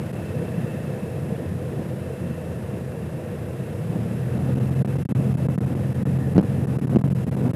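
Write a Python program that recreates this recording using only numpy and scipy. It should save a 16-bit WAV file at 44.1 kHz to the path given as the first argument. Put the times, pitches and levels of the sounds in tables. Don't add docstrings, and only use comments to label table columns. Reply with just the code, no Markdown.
import sys
import numpy as np
from scipy import signal
from scipy.fft import rfft, irfft, next_fast_len
from scipy.io import wavfile
from scipy.ndimage import map_coordinates

SR = 44100
rng = np.random.default_rng(int(sys.argv[2]) if len(sys.argv) > 2 else 0)


def unload_audio(sound):
    columns = np.transpose(np.atleast_2d(sound))
    steps = np.round(np.clip(columns, -1, 1) * 32767)
    wavfile.write(sys.argv[1], SR, steps.astype(np.int16))


N = 332955

# time_s, shaft_turns_per_s
SPEED = [(0, 30.6), (.75, 31.3), (2, 29.3), (2.6, 27.6), (3.5, 27.7), (3.9, 36.5), (4.25, 41.7),
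         (4.55, 43.5), (5.1, 44.3), (5.7, 43.7), (7.1, 43.8), (7.55, 43.4)]
# shaft_rate_multiple, idle_level_db, power_level_db (re FIRING)
ORDERS = [(2, -8, 0.5), (2.5, -41, -5.5), (3, 5.5, 0.5), (3.5, -17, -20.5), (4, -5.5, -27), (4.5, -6, -14),
          (5, -11.5, -23)]
# time_s, level_db
FIRING = [(0, -36), (.35, -32.5), (.5, -37), (.88, -43), (1.1, -32.5), (1.5, -33.5), (1.68, -28.5),
          (1.9, -35), (2.6, -34), (3.0, -37.5), (3.5, -33.5), (3.75, -35.5), (4.1, -28.5), (4.6, -24.5),
          (5.05, -25), (5.7, -25.5), (6.6, -26), (7.0, -23.5), (7.25, -24), (7.55, -27.5)]
# freq_hz, density_db
EXHAUST = [(60, -46), (100, -10.5), (122, 1), (150, -2), (190, -3), (228, -4.5), (280, -16.5), (340, -12.5),
           (450, -32), (900, -68)]
# centre_s, half_length_s, gain_db
SWELLS = [(0.388, .05, 5), (.62, 0.24, 5.5), (1.3, .11, 6), (1.518, 0.057, 4.5), (1.806, .08, 5),
          (2.035, .04, 4), (2.23, 0.044, 11.5), (2.78, 0.065, 6.5), (3.97, 0.056, 4), (4.25, .04, 1.5),
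          (4.443, 0.081, 2.5), (4.593, .05, 3), (4.812, 0.014, 7.5), (4.86, 0.011, 4), (4.93, 0.023, 5),
          (5.02, 0.019, 2), (5.113, .015, 3.5), (5.19, .03, 2), (5.303, .025, 5.5), (5.477, 0.03, 7),
          (5.697, .03, 1), (6.83, .025, 1), (7.055, 0.023, 4), (7.275, 0.018, 7.5), (7.393, 0.018, 2),
          (7.45, 0.028, 4.5)]
# time_s, level_db
AIRFLOW = [(0, -47), (0.65, -47), (1.6, -48.5), (2.2, -48.5), (3.0, -49.5), (3.75, -48.5), (4.5, -47),
           (4.8, -46.5), (4.93, -46.5), (5.03, -46.5), (5.7, -48), (7.55, -47.5)]
# freq_hz, density_db
AIRFRAME = [(20, -22), (40, 4.5), (62, -5), (85, 2), (115, -2), (160, -8), (230, -25.5), (500, -52)]
BOOM = [(150, -7), (270, -7.5), (335, -1.5), (410, -4), (465, 1), (500, -0.5), (550, -4), (630, -9),
        (730, -10), (830, -16), (1000, -18.5), (1400, -35.5), (3000, -75)]
RUSH = [(500, -25), (950, -0.5), (1250, 0.5), (1550, 1.5), (1800, -1), (2050, -1.5), (2350, -5),
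        (2650, -3.5), (2950, -7.5), (3400, -10.5), (4000, -15), (4500, -20), (7000, -48)]
HISS = [(2240, -47), (3800, -1.5), (4140, -1.5), (4320, -6.5), (4930, 0), (6110, -3), (8300, 0),
        (9100, -0.5), (10800, 3), (13400, -4.5), (15200, -12)]
# idle_hz, power_hz, width_hz, idle_level_db, power_level_db (re airflow)
RINGS = [(499, 490, 42, 4.5, -0.5), (628, 620, 70, -1.5, -8)]
# time_s, pitch_hz, level_db
WHISTLE = [(0, 2680, -62), (.25, 2630, -56), (.75, 2636, -55.5), (1.1, 2620, -59), (1.5, 2640, -68),
           (1.95, 2660, -69), (2.2, 2666, -59), (3.0, 2685, -64), (3.45, 2680, -65), (3.7, 2670, -61),
           (4.0, 2650, -65), (4.5, 2645, -58.5), (5.2, 2624, -58), (6.05, 2624, -68), (7.55, 2645, -63)]
# time_s, level_db
SING = [(0, -64), (.65, -53), (1.1, -58), (1.45, -56), (1.7, -66), (2.3, -57), (2.6, -58), (3.9, -60),
        (4.45, -57), (5.4, -64), (6.2, -53), (6.7, -58), (7.55, -64)]
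# freq_hz, density_db
WASH = [(130, 2), (200, -3), (250, 2.5), (340, -7.5), (450, -13.5), (600, -15.5), (800, -19.5), (1500, -32),
        (3000, -87)]
# time_s, level_db (re WASH_DB)
WASH_LEVEL = [(3.85, -10), (3.97, 5), (4.22, -12), (4.37, 5), (4.58, 2.5), (4.72, -1), (4.92, -4),
              (5.03, -3), (5.15, 1.5), (5.27, -5.5), (5.5, 0), (5.78, 3), (5.96, -11), (6.09, 4),
              (6.25, -3), (6.55, 0), (6.67, 2.5), (6.82, 4), (7.06, 4.5), (7.16, -12), (7.44, 7.5),
              (7.55, 4)]
# centre_s, held_s, gain_db
DROPOUTS = [(.123, 0.011, -11), (.15, 0.0032, -18), (4.547, 0.0072, -13), (4.567, 0.004, -13),
            (4.596, 0.0072, -14), (4.703, 0.0064, -13), (4.748, 0.0065, -9), (4.837, .021, -35),
            (4.869, 0.011, -18), (4.978, 0.013, -10), (5.042, 0.018, -42), (5.074, 0.03, -66),
            (5.136, 0.026, -44), (5.3635, 0.015, -23), (5.478, 0.016, -24), (5.569, 0.018, -29),
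            (5.598, 0.015, -36), (6.044, 0.02, -33), (5.336, 0.0077, -14), (5.657, 0.0093, -10),
            (5.747, 0.0087, -12), (5.938, 0.012, -10), (6.183, 0.0084, -9), (6.343, 0.0074, -10),
            (6.36, .003, -10), (6.3905, 0.036, -28), (6.4235, 0.0075, -28), (6.444, .003, -24),
            (6.664, 0.012, -30), (6.779, 0.0132, -29), (6.806, 0.014, -20), (6.863, 0.014, -25),
            (6.889, 0.012, -20), (6.968, 0.036, -23), (7.006, 0.0098, -26), (7.03, .019, -32),
            (7.072, 0.0059, -15), (7.095, 0.013, -30), (7.14, 0.017, -33), (7.256, 0.021, -15.5),
            (7.304, 0.015, -34), (7.36, 0.0098, -23), (7.488, 0.0066, -10), (7.525, 0.018, -39)]
# peak_s, push_full_scale (minus = pull), build_s, release_s, burst_db (re push)
SLAPS = [(5.1228, 0.24, 0.00093, .0005, -30), (5.1973, .22, .0007, 0.0012, -42),
         (5.49, -0.28, 0.0011, 0.0017, -40), (6.3566, 0.52, 0.0022, 0.00071, -42),
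         (6.363, -0.44, 0.0006, 0.0012, -33), (6.3681, 0.81, 0.0019, 0.00065, -33),
         (6.3809, -1.33, 0.00056, 0.00085, -27), (6.3893, 0.79, 0.0011, 0.00054, -30),
         (6.3967, -0.69, 0.00047, 0.0018, -28), (6.934, 0.3, 0.00055, 0.0017, -32),
         (6.9496, 0.39, 0.0019, 0.00056, -35), (6.9599, -0.51, 0.00045, 0.0011, -24),
         (6.962, 0.6, 0.00096, 0.00072, -34), (6.9687, -0.97, 0.0006, 0.0011, -32),
         (7.5, 0.034, 0.00055, .0008, -22)]
# freq_hz, density_db
BURST = [(500, 2), (1400, 13), (2800, 2), (4000, -4), (6000, -14), (15200, -19)]

IDLE_TURNS_PER_S, POWER_TURNS_PER_S = 28, 44
POWER_EXPONENT = 1.2

UNEVEN_IDLE_DB, UNEVEN_POWER_DB, UNEVEN_PER_S = 2, 0.6, 12
ROAR_IDLE_DB, ROAR_POWER_GAIN_DB = -37, 6
SURGE_DB, SURGE_PER_S = 0.1, 5.6
ROAR_FOLLOWS_WASH = 0.24

RUSH_DB, BOOM_DB, HISS_DB = -1.0, 11.5, -8
BOOM_FOLLOWS_AIR, HISS_FOLLOWS_AIR = 0.73, 0.75
BOOM_FOLLOWS_ROAR = 0.16

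RINGS_FOLLOW_AIR = 0.72
SING_HZ, SING_WIDTH_HZ, WHISTLE_WIDTH_HZ = 1782, 270, 180
DRIFT_SHARE = 0.003

WASH_DB, LUMP_DB, LUMP_PER_S = -34.5, 5.5, 80
HEAVE_DB, HEAVE_PER_S = -20.5, 45

FALL_S, RECOVER_S = 0.00081, 0.00019
DIPS_PER_S, DIP_MEAN_S, DIP_MEAN_DB = 4, 0.0041, -8

SLAP_ROUNDNESS = 1.68
BURST_DECAY_S = 0.0015


def amp(db):
    return 10 ** (np.asarray(db) / 20)


def unit(x):
    return x / np.sqrt(np.mean(x ** 2) + 1e-20)


def curves(rows):
    time_s, *columns = np.transpose(rows)
    return [np.interp(np.arange(N) / SR, time_s, column) for column in columns]


def wobble(knots_per_s):
    knots = rng.standard_normal(int(N * knots_per_s / SR) + 4)
    return map_coordinates(knots, [np.arange(N) * knots_per_s / SR])


def filtered(x, response):
    size = next_fast_len(N + SR // 2)
    freq_hz = np.fft.rfftfreq(size, 1 / SR)
    return irfft(rfft(x, size) * response(freq_hz), size)[:N]


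def noise(spectrum, drive=1):
    freq_hz, density_db = np.transpose(spectrum)

    def colour(hz):
        return amp(np.interp(np.log(hz + 1), np.log(freq_hz), density_db, left=-120, right=-120))

    return unit(filtered(drive * rng.standard_normal(N), colour))


def roar_swells():
    t = np.arange(N) / SR
    return sum(gain_db * np.exp(-((t - centre_s) / half_s) ** 2) for centre_s, half_s, gain_db in SWELLS)


def engine(turns, power, wash_db, roar_swell_db):
    tones = np.zeros(N)
    for order, idle_db, power_db in ORDERS:
        uneven_db = (UNEVEN_IDLE_DB * (1 - power) + UNEVEN_POWER_DB * power) * wobble(UNEVEN_PER_S)
        phase = 2 * np.pi * (order * turns + rng.random()) + 0.056 * wobble(8.4)
        level_db = idle_db + power * (power_db - idle_db)
        tones += np.sqrt(2) * amp(level_db) * amp(uneven_db) * np.sin(phase)
    puffs = amp(2.0 * np.cos(2 * np.pi * 3 * turns) + 4.3 * np.cos(2 * np.pi * turns))
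    roar = noise(EXHAUST, puffs * amp(SURGE_DB * wobble(SURGE_PER_S)))
    firing_db, = curves(FIRING)
    swell_db = roar_swell_db + ROAR_FOLLOWS_WASH * power * wash_db
    roar_db = ROAR_IDLE_DB + ROAR_POWER_GAIN_DB * power + swell_db
    return amp(firing_db) * tones + amp(roar_db) * roar


def cabin(turns, power, air_db, roar_swell_db):
    throb = np.cos(2 * np.pi * turns)
    mean_db = np.mean(air_db)
    swell_db = air_db - mean_db
    frame = amp(-27.0 + 3.0 * power) * noise(AIRFRAME)
    boom_db = mean_db + BOOM_DB + BOOM_FOLLOWS_AIR * swell_db + BOOM_FOLLOWS_ROAR * power * roar_swell_db
    boom = amp(boom_db) * noise(BOOM, amp(0.3 * throb + 1.04 * wobble(16)))
    rush = amp(air_db + RUSH_DB) * noise(RUSH, amp(1.0 * throb + 0.53 * wobble(25)))
    hiss_db = mean_db + HISS_DB + HISS_FOLLOWS_AIR * swell_db + 0.5 * power
    hiss = amp(hiss_db) * noise(HISS, amp(0.6 * throb))
    return frame + boom + rush + hiss


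def narrow(centre_hz, width_hz):
    phase = 2 * np.pi * np.cumsum(centre_hz * (1 + DRIFT_SHARE * wobble(3))) / SR
    return unit(wobble(width_hz) * np.cos(phase) + wobble(width_hz) * np.sin(phase))


def rings(power, air_db):
    whistle_hz, whistle_db = curves(WHISTLE)
    sing_db, = curves(SING)
    out = amp(whistle_db + 0.54 * wobble(8.6)) * narrow(whistle_hz, WHISTLE_WIDTH_HZ)
    out += amp(sing_db) * narrow(SING_HZ, SING_WIDTH_HZ)
    mean_db = np.mean(air_db)
    drive_db = mean_db + RINGS_FOLLOW_AIR * (air_db - mean_db)
    for idle_hz, power_hz, width_hz, idle_db, power_db in RINGS:
        band = narrow(idle_hz + power * (power_hz - idle_hz), width_hz)
        out += amp(drive_db + idle_db + power * (power_db - idle_db)) * band
    return out


def buffeting(power, wash_db):
    rumble = noise(WASH, amp(LUMP_DB * np.tanh(wobble(LUMP_PER_S))))
    heave = amp(HEAVE_DB) * wobble(HEAVE_PER_S)
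    return power * (amp(WASH_DB + wash_db) * rumble + heave)


def dropout_gain(power, dip_count=100):
    t = np.arange(N) / SR
    draws = rng.random((dip_count, 3))
    dip_times_s = np.cumsum(-np.log(1 - draws[:, 0])) / DIPS_PER_S
    dips = []
    for centre_s, (_, length_draw, depth_draw) in zip(dip_times_s, draws):
        if centre_s < t[-1]:
            held_s = DIP_MEAN_S * (.5 + length_draw)
            depth_db = DIP_MEAN_DB * (.5 + depth_draw) * power[int(centre_s * SR)] ** 2
            dips.append((centre_s, held_s, depth_db))
    gain_db = np.zeros(N)
    for centre_s, held_s, depth_db in list(DROPOUTS) + dips:
        near = slice(max(0, int((centre_s - .04) * SR)), int((centre_s + .04) * SR))
        u = t[near] - centre_s
        fall = .5 * (1 + np.tanh((u + held_s / 2) / FALL_S))
        recover = .5 * (1 - np.tanh((u - held_s / 2) / RECOVER_S))
        gain_db[near] = np.minimum(gain_db[near], depth_db * fall * recover)
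    return amp(gain_db)


def knocks():
    pushes, bursts = np.zeros(N), np.zeros(N)
    half = SR // 100
    u = np.arange(-half, half) / SR
    for peak_s, push, build_s, release_s, burst_db in SLAPS:
        start = round(peak_s * SR) - half
        side_s = np.where(u < 0, build_s, release_s)
        pushes[start:][:len(u)] += push * np.exp(-np.abs(u / side_s) ** SLAP_ROUNDNESS)
        age_s = u + build_s
        decay = (age_s > 0) * np.exp(-np.abs(age_s) / BURST_DECAY_S)
        bursts[start:][:len(u)] += abs(push) * amp(burst_db) * decay
    return pushes + bursts * noise(BURST)


def scene():
    turns_per_s, = curves(SPEED)
    air_db, = curves(AIRFLOW)
    wash_db, = curves(WASH_LEVEL)
    turns = np.cumsum(turns_per_s) / SR
    speed_share = (turns_per_s - IDLE_TURNS_PER_S) / (POWER_TURNS_PER_S - IDLE_TURNS_PER_S)
    power = np.clip(speed_share, 0, 1) ** POWER_EXPONENT
    roar_swell_db = roar_swells()
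    drone = engine(turns, power, wash_db, roar_swell_db)
    drone += cabin(turns, power, air_db, roar_swell_db)
    drone += rings(power, air_db)
    gated = (drone + buffeting(power, wash_db)) * dropout_gain(power)
    return (gated + knocks())[None]


def record(dry, cut_hz=157, cut_q=1.51, coupling_hz=75, top_hz=15300):
    def low_cut(hz):
        return -hz ** 2 / (cut_hz ** 2 - hz ** 2 + 1j * hz * cut_hz / cut_q)

    def coupling(hz):
        return 1j * hz / (coupling_hz + 1j * hz)

    thinned = filtered(dry[0], lambda hz: low_cut(hz) * coupling(hz))
    band_limit = signal.ellip(12, .1, 90, top_hz, fs=SR, output="sos")
    return signal.sosfilt(band_limit, thinned)[None]


dry = scene()
out = record(dry)
unload_audio(out)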